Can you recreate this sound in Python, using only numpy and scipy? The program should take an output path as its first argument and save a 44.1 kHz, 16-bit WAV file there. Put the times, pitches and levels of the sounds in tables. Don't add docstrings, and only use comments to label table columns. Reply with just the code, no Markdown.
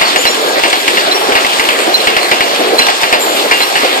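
import sys
import numpy as np
from scipy import signal
from scipy.fft import rfft, irfft
from scipy.io import wavfile

SR = 44100
rng = np.random.default_rng(int(sys.argv[2]) if len(sys.argv) > 2 else 0)


def materialize(psi):
    bounded = np.clip(np.atleast_2d(psi).T, -1, 1)
    quanta = np.round(bounded * 32767).astype(np.int16)
    wavfile.write(sys.argv[1], SR, quanta)


N = 176400
TIME = np.arange(N) / SR
BINS_HZ = np.maximum(np.arange(N // 2 + 1) * SR / N, 1)
RIGHT_LAG_S, CLACK_LAG_S = 0.000415, 0.00039
STRIKE_RISE_S = 0.0004

# f/Hz, coherence
MIC_COHERENCE = [(30, .5), (120, 0.76), (300, 1), (700, 0.61), (1500, 0.43), (2800, 0.35), (4500, 0.48),
                 (6000, 0.19), (9000, 0.19), (14000, .05)]
# f/Hz, left minus right/dB
MIC_BALANCE = [(100, -0.5), (2000, 0), (3600, 0.9), (5000, -0.5), (8000, -1), (9500, -1), (11000, 10.5),
               (12800, 7), (14200, 19.5)]
# t/s, level/dB
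RUMBLE_LEVEL = [(0, -20.5), (.3, -19), (.5, -13.5), (.62, -19), (.83, -20.5), (.92, -16), (1.33, -16.5),
                (1.5, -19), (1.98, -16.5), (2.5, -17.5), (2.72, -12.5), (2.96, -22), (3.1, -17),
                (3.4, -15.5), (3.7, -22), (4, -16)]
# f/Hz, relative density/dB
RUMBLE_SPECTRUM = [(25, -57), (110, -42), (160, -19), (220, -11), (285, -3), (365, 1.5), (550, 2),
                   (780, 0.5), (1000, -13), (1400, -9.5), (2200, -20.5), (5000, -65)]
# t/s, level/dB
DISTANT_KNOCKS = [(.44, -25), (0.561, -8.5), (.65, -10), (1.068, -8.5), (1.288, -6.5), (1.868, -7),
                  (2.593, -8.5), (2.728, -7.5), (3.439, -10), (3.829, -7)]
# t/s, level/dB
HISS_LEVEL = [(0, -12.5), (.3, -14.5), (.55, -15), (1.0, -14), (1.55, -13.5), (1.9, -14.5), (2.3, -14),
              (2.65, -15), (3.25, -15), (3.5, -14), (3.7, -17), (3.85, -12), (4, -14.5)]
# f/Hz, relative density/dB
HISS_SPECTRUM = [(200, -52), (700, 2), (1100, 4.5), (1500, -2), (2100, 1), (3600, 1.5), (3950, -2.5),
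                 (4450, -3.5), (5200, -6), (6000, -11), (7400, -9.5), (8500, -9.5), (11000, -21),
                 (12700, -17), (14500, -27)]
# f/Hz, width/Hz, relative level/dB
RAIL_MODES = [(1625, 21, 0.5), (4240, 390, 4.5)]
# t/s, crack/dB, rattle/dB, thump/dB
CLACKS = [(0.013, -4.5, -8, -29), (.160, 0.5, -14, -28), (.253, -1.5, -9.5, -34), (.636, -3, -9, -32),
          (0.7285, -1.5, -13.5, -44), (.8793, 0.5, -17, -28), (.9715, -7, -10.5, -42),
          (1.3214, -8, -22, -30), (1.3526, -6, -6, -21), (1.4472, -7.5, -16, -35), (1.5963, -4, -12, -30),
          (1.6882, -1, -13, -38), (2.0721, -1, -9.5, -21), (2.166, -1, -12, -29), (2.314, -0.5, -8, -22),
          (2.4065, -2, -11.5, -36), (2.7911, -0.5, -9, -27), (2.8848, -6, -10.5, -27),
          (3.033, -2, -12.5, -28), (3.1266, -0.5, -5.5, -20), (3.5118, -3, -5, -25),
          (3.6044, -5.5, -11.5, -44), (3.755, -7, -7.5, -45), (3.8286, -22, -18, -40),
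          (3.849, -11, -18, -43)]
# f/Hz, relative density/dB
CLACK_SPECTRUM = [(60, -37), (150, -15), (350, -4.5), (800, 4.5), (1450, -0.5), (1950, 4.5), (2400, 2.5),
                  (2950, -2.5), (3650, -5), (4700, -5), (6000, -22), (8000, -20), (14000, -31)]
# f/Hz, relative level/dB, t60/s
STRIKE_MODES = [(976, -14.5, 0.011), (2224, 0, 0.0075), (2750, 8.5, 0.0033)]
# f/Hz, relative level/dB, t60/s
THUMP_MODES = [(85, -2, 0.039)]
# f/Hz, width/Hz, relative level/dB
WHEEL_MODES = [(2110, 120, -20), (2690, 79, -1), (2800, 38, 10)]
# t/s, length/s, f/Hz, level/dB
SQUEALS = [(0.175, 0.033, 7070, -19.5), (0.287, 0.031, 7070, -24), (.385, 0.14, 6950, -33),
           (0.783, 0.06, 7020, -36), (3.204, .025, 7370, -19.5), (3.263, .08, 7150, -29),
           (0.039, 0.038, 4450, -17), (0.972, .033, 4430, -28), (2.2, .04, 4250, -22)]
# t/s, length/s, relative level/dB, wheel ring/dB
CHIRPS = [(0.269, .016, -10, -19.5), (1.114, .0093, -8.5, -17.5), (1.941, 0.012, -3.5, -29),
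          (2.002, 0.0024, -12, -40), (2.7846, 0.0076, -3, -19.5), (2.82, 0.0033, -9.5, -38),
          (2.847, 0.0036, -14, -40), (3.618, 0.016, -12, -23)]
# f/Hz, width/Hz, relative level/dB
UPPER_WHEEL_MODES = [(5566, 24, 0), (8884, 18, -9), (10753, 22, -17)]
# t/s, level/dB
FLANGE_RUBS = [(.19, -21), (.75, -24), (.93, -26), (1.12, -26.5), (1.68, -26), (2.42, -27), (3.19, -18),
               (3.33, -21), (3.56, -19.5)]
# f/Hz, width/Hz, relative level/dB
FLANGE_MODES = [(7400, 920, 0), (9000, 1400, -2), (12760, 610, 0)]
# t/s, length/s, level/dB
WHEEL_SINGING = [(0.464, 0.056, -21), (2.777, 0.052, -20)]
# t/s, f/Hz, level/dB
WHEEL_RINGS = [(.638, 2736, -27), (2.409, 2855, -15.5), (2.793, 2847, -15), (3.515, 2780, -10)]
# t/s, level/dB
COUPLING_CLUNKS = [(.74, -18), (1.209, -15), (2.871, -7.5)]
# f/Hz, width/Hz, relative level/dB
COUPLING_MODES = [(784, 93, 0)]


def from_db(db):
    return 10 ** (np.asarray(db) / 20)


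def unit_rms(x):
    return x / np.sqrt(np.mean(x ** 2) + 1e-20)


def over_time(points):
    return np.interp(TIME, *np.transpose(points))


def over_hz(points):
    hz, value = np.transpose(points)
    return np.interp(np.log(BINS_HZ), np.log(hz), value)


def drift(rate_hz):
    white = rfft(rng.standard_normal(N))
    return unit_rms(irfft(white / (1 + (BINS_HZ / rate_hz) ** 2), N))


def resonances(modes):
    powers = (from_db(db) ** 2 / width / (1 + ((BINS_HZ - hz) / width) ** 2) ** 2
              for hz, width, db in modes)
    return np.sqrt(sum(powers))


def mic_noise(gain, lag_s=RIGHT_LAG_S, flicker_db=0, direct=0):
    coherence = over_hz(MIC_COHERENCE)
    coherence = np.clip(coherence + direct * (1 - coherence), 0, 1)
    mid, side = rfft(rng.standard_normal((2, N))) * np.sqrt([1 + coherence, 1 - coherence]) * gain
    balance = from_db(over_hz(MIC_BALANCE) / 2)
    delay = np.exp(-2j * np.pi * BINS_HZ * lag_s)
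    pair = np.array([(mid + side) * balance, (mid - side) / balance * delay])
    if not flicker_db:
        return unit_rms(irfft(pair, N))
    half_octave = np.clip(2 * np.log2(BINS_HZ / 125), 0, 14)
    bands = (irfft(pair * np.maximum(1 - abs(half_octave - k), 0), N) for k in range(15))
    return unit_rms(sum(band * from_db(flicker_db * drift(9.5)) for band in bands))


def blows(times, dbs, rise_s, t60):
    clicks = np.zeros(N)
    np.add.at(clicks, np.clip((times * SR).astype(int), 0, N - 1), from_db(dbs) ** 2)
    rise, fall = np.exp(-1 / (rise_s * SR)), from_db(-60 / (t60 * SR)) ** 2
    power = signal.lfilter([1], [1, -fall], clicks + 1e-18)
    return np.sqrt(signal.lfilter([1 - rise], [1, -rise], power))


def struck(times, dbs, modes):
    age = TIME[:SR // 10]
    ping = sum(from_db(db - 60 * age / t60) * np.sin(2 * np.pi * hz * age) for hz, db, t60 in modes)
    ping *= 1 - np.exp(-age / STRIKE_RISE_S)
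    clicks = np.zeros((2, N))
    for channel, lag_s in zip(clicks, (0, CLACK_LAG_S)):
        channel[np.round((times + lag_s) * SR).astype(int)] = from_db(dbs)
    return signal.fftconvolve(clicks, ping[None], axes=1)[:, :N]


def steel_tone(start, length, hz, db, waver_hz, rise_s, t60):
    age = np.maximum(TIME - start, 0)
    decay_db = 60 * np.clip((age - length) / t60, 0, 2)
    level = (1 - np.exp(-age / rise_s)) * from_db(db - decay_db)
    phase = 2 * np.pi * np.cumsum(hz + waver_hz) / SR
    return np.sqrt(2) * level * np.sin([phase, phase - 2 * np.pi * hz * RIGHT_LAG_S])


def wagon_rumble():
    knocks = blows(*np.transpose(DISTANT_KNOCKS), rise_s=0.005, t60=0.18)
    level = np.hypot(from_db(over_time(RUMBLE_LEVEL)), knocks)
    return level * mic_noise(from_db(over_hz(RUMBLE_SPECTRUM)), lag_s=0.00035, flicker_db=1.84)


def rolling(ticks_per_s=70):
    when, size = rng.random((int(ticks_per_s * N / SR), 2)).T
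    tick_db = -19 + 3.5 * np.minimum(-np.log(size), 3)
    ticks = blows(when * N / SR, tick_db, rise_s=0.00041, t60=0.03)
    level = np.hypot(from_db(over_time(HISS_LEVEL)), ticks)
    hiss = level * mic_noise(from_db(over_hz(HISS_SPECTRUM)), flicker_db=2.0)
    singing = from_db(-25.5) * mic_noise(resonances(RAIL_MODES))
    return hiss + singing


def joint_clacks():
    times, crack_db, rattle_db, thump_db = np.transpose(CLACKS)
    strike = struck(times, crack_db + 8.5, STRIKE_MODES)
    thump = struck(times, thump_db, THUMP_MODES)
    crack = blows(times, crack_db, STRIKE_RISE_S, t60=0.052)
    rattle = blows(times, rattle_db, rise_s=0.005, t60=0.2) * from_db(2.0 + 0.39 * drift(150))
    ring = mic_noise(resonances(WHEEL_MODES), CLACK_LAG_S, direct=0.6)
    ring *= blows(times, rattle_db - 5.5, rise_s=0.005, t60=0.2)
    clatter = mic_noise(from_db(over_hz(CLACK_SPECTRUM)), CLACK_LAG_S, direct=0.77)
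    clatter *= np.hypot(crack, rattle)
    return strike + clatter + ring + thump


def fittings(chirp_hz=4103, chirp_waver_hz=40.7, squeal_waver=0.022, squeal_rough_db=4):
    waver = drift(190)
    starts, _, _, ring_db = np.transpose(CHIRPS)
    ring = mic_noise(resonances(UPPER_WHEEL_MODES), direct=0.15)
    ring *= blows(starts, ring_db, rise_s=0.0077, t60=0.55)
    chirps = sum(steel_tone(t, length, chirp_hz, db, chirp_waver_hz * waver, rise_s=0.00032, t60=0.057)
                 for t, length, db, _ in CHIRPS)
    chirps *= from_db(1.2 * drift(400) + [[-2.0], [2.5]])
    squeals = sum(steel_tone(t, length, hz, db, squeal_waver * hz * waver, rise_s=0.0046, t60=0.16)
                  for t, length, hz, db in SQUEALS)
    squeals *= from_db(squeal_rough_db * np.array([drift(70), drift(70)]))
    return squeals + chirps + ring


def flanges():
    level = blows(*np.transpose(FLANGE_RUBS), rise_s=0.04, t60=0.44)
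    return level * mic_noise(resonances(FLANGE_MODES))


def wheel_tones(singing_hz=1622, rise_s=0.0046, t60=0.35):
    waver_hz = 11.6 * drift(103)
    singing = sum(steel_tone(t, length, singing_hz, db, waver_hz, rise_s, t60)
                  for t, length, db in WHEEL_SINGING)
    rings = sum(steel_tone(t, 0, hz, db, waver_hz, rise_s, t60) for t, hz, db in WHEEL_RINGS)
    return singing + rings


def couplings():
    level = blows(*np.transpose(COUPLING_CLUNKS), rise_s=0.003, t60=0.19)
    return level * mic_noise(resonances(COUPLING_MODES))


def scene():
    return wagon_rumble() + couplings() + joint_clacks() + wheel_tones() + fittings() + rolling() + flanges()


def record(dry):
    bass_hz, cutoff_hz = 170, 14550
    highpass = signal.butter(2, bass_hz, "high", fs=SR, output="sos")
    distortion = signal.sosfiltfilt(highpass, np.clip(dry, -1, 1) - dry)
    lowpass = signal.ellip(10, 0.05, 50, cutoff_hz, fs=SR, output="sos")
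    return signal.sosfiltfilt(lowpass, dry + distortion)


dry = scene()
out = record(dry)
materialize(out)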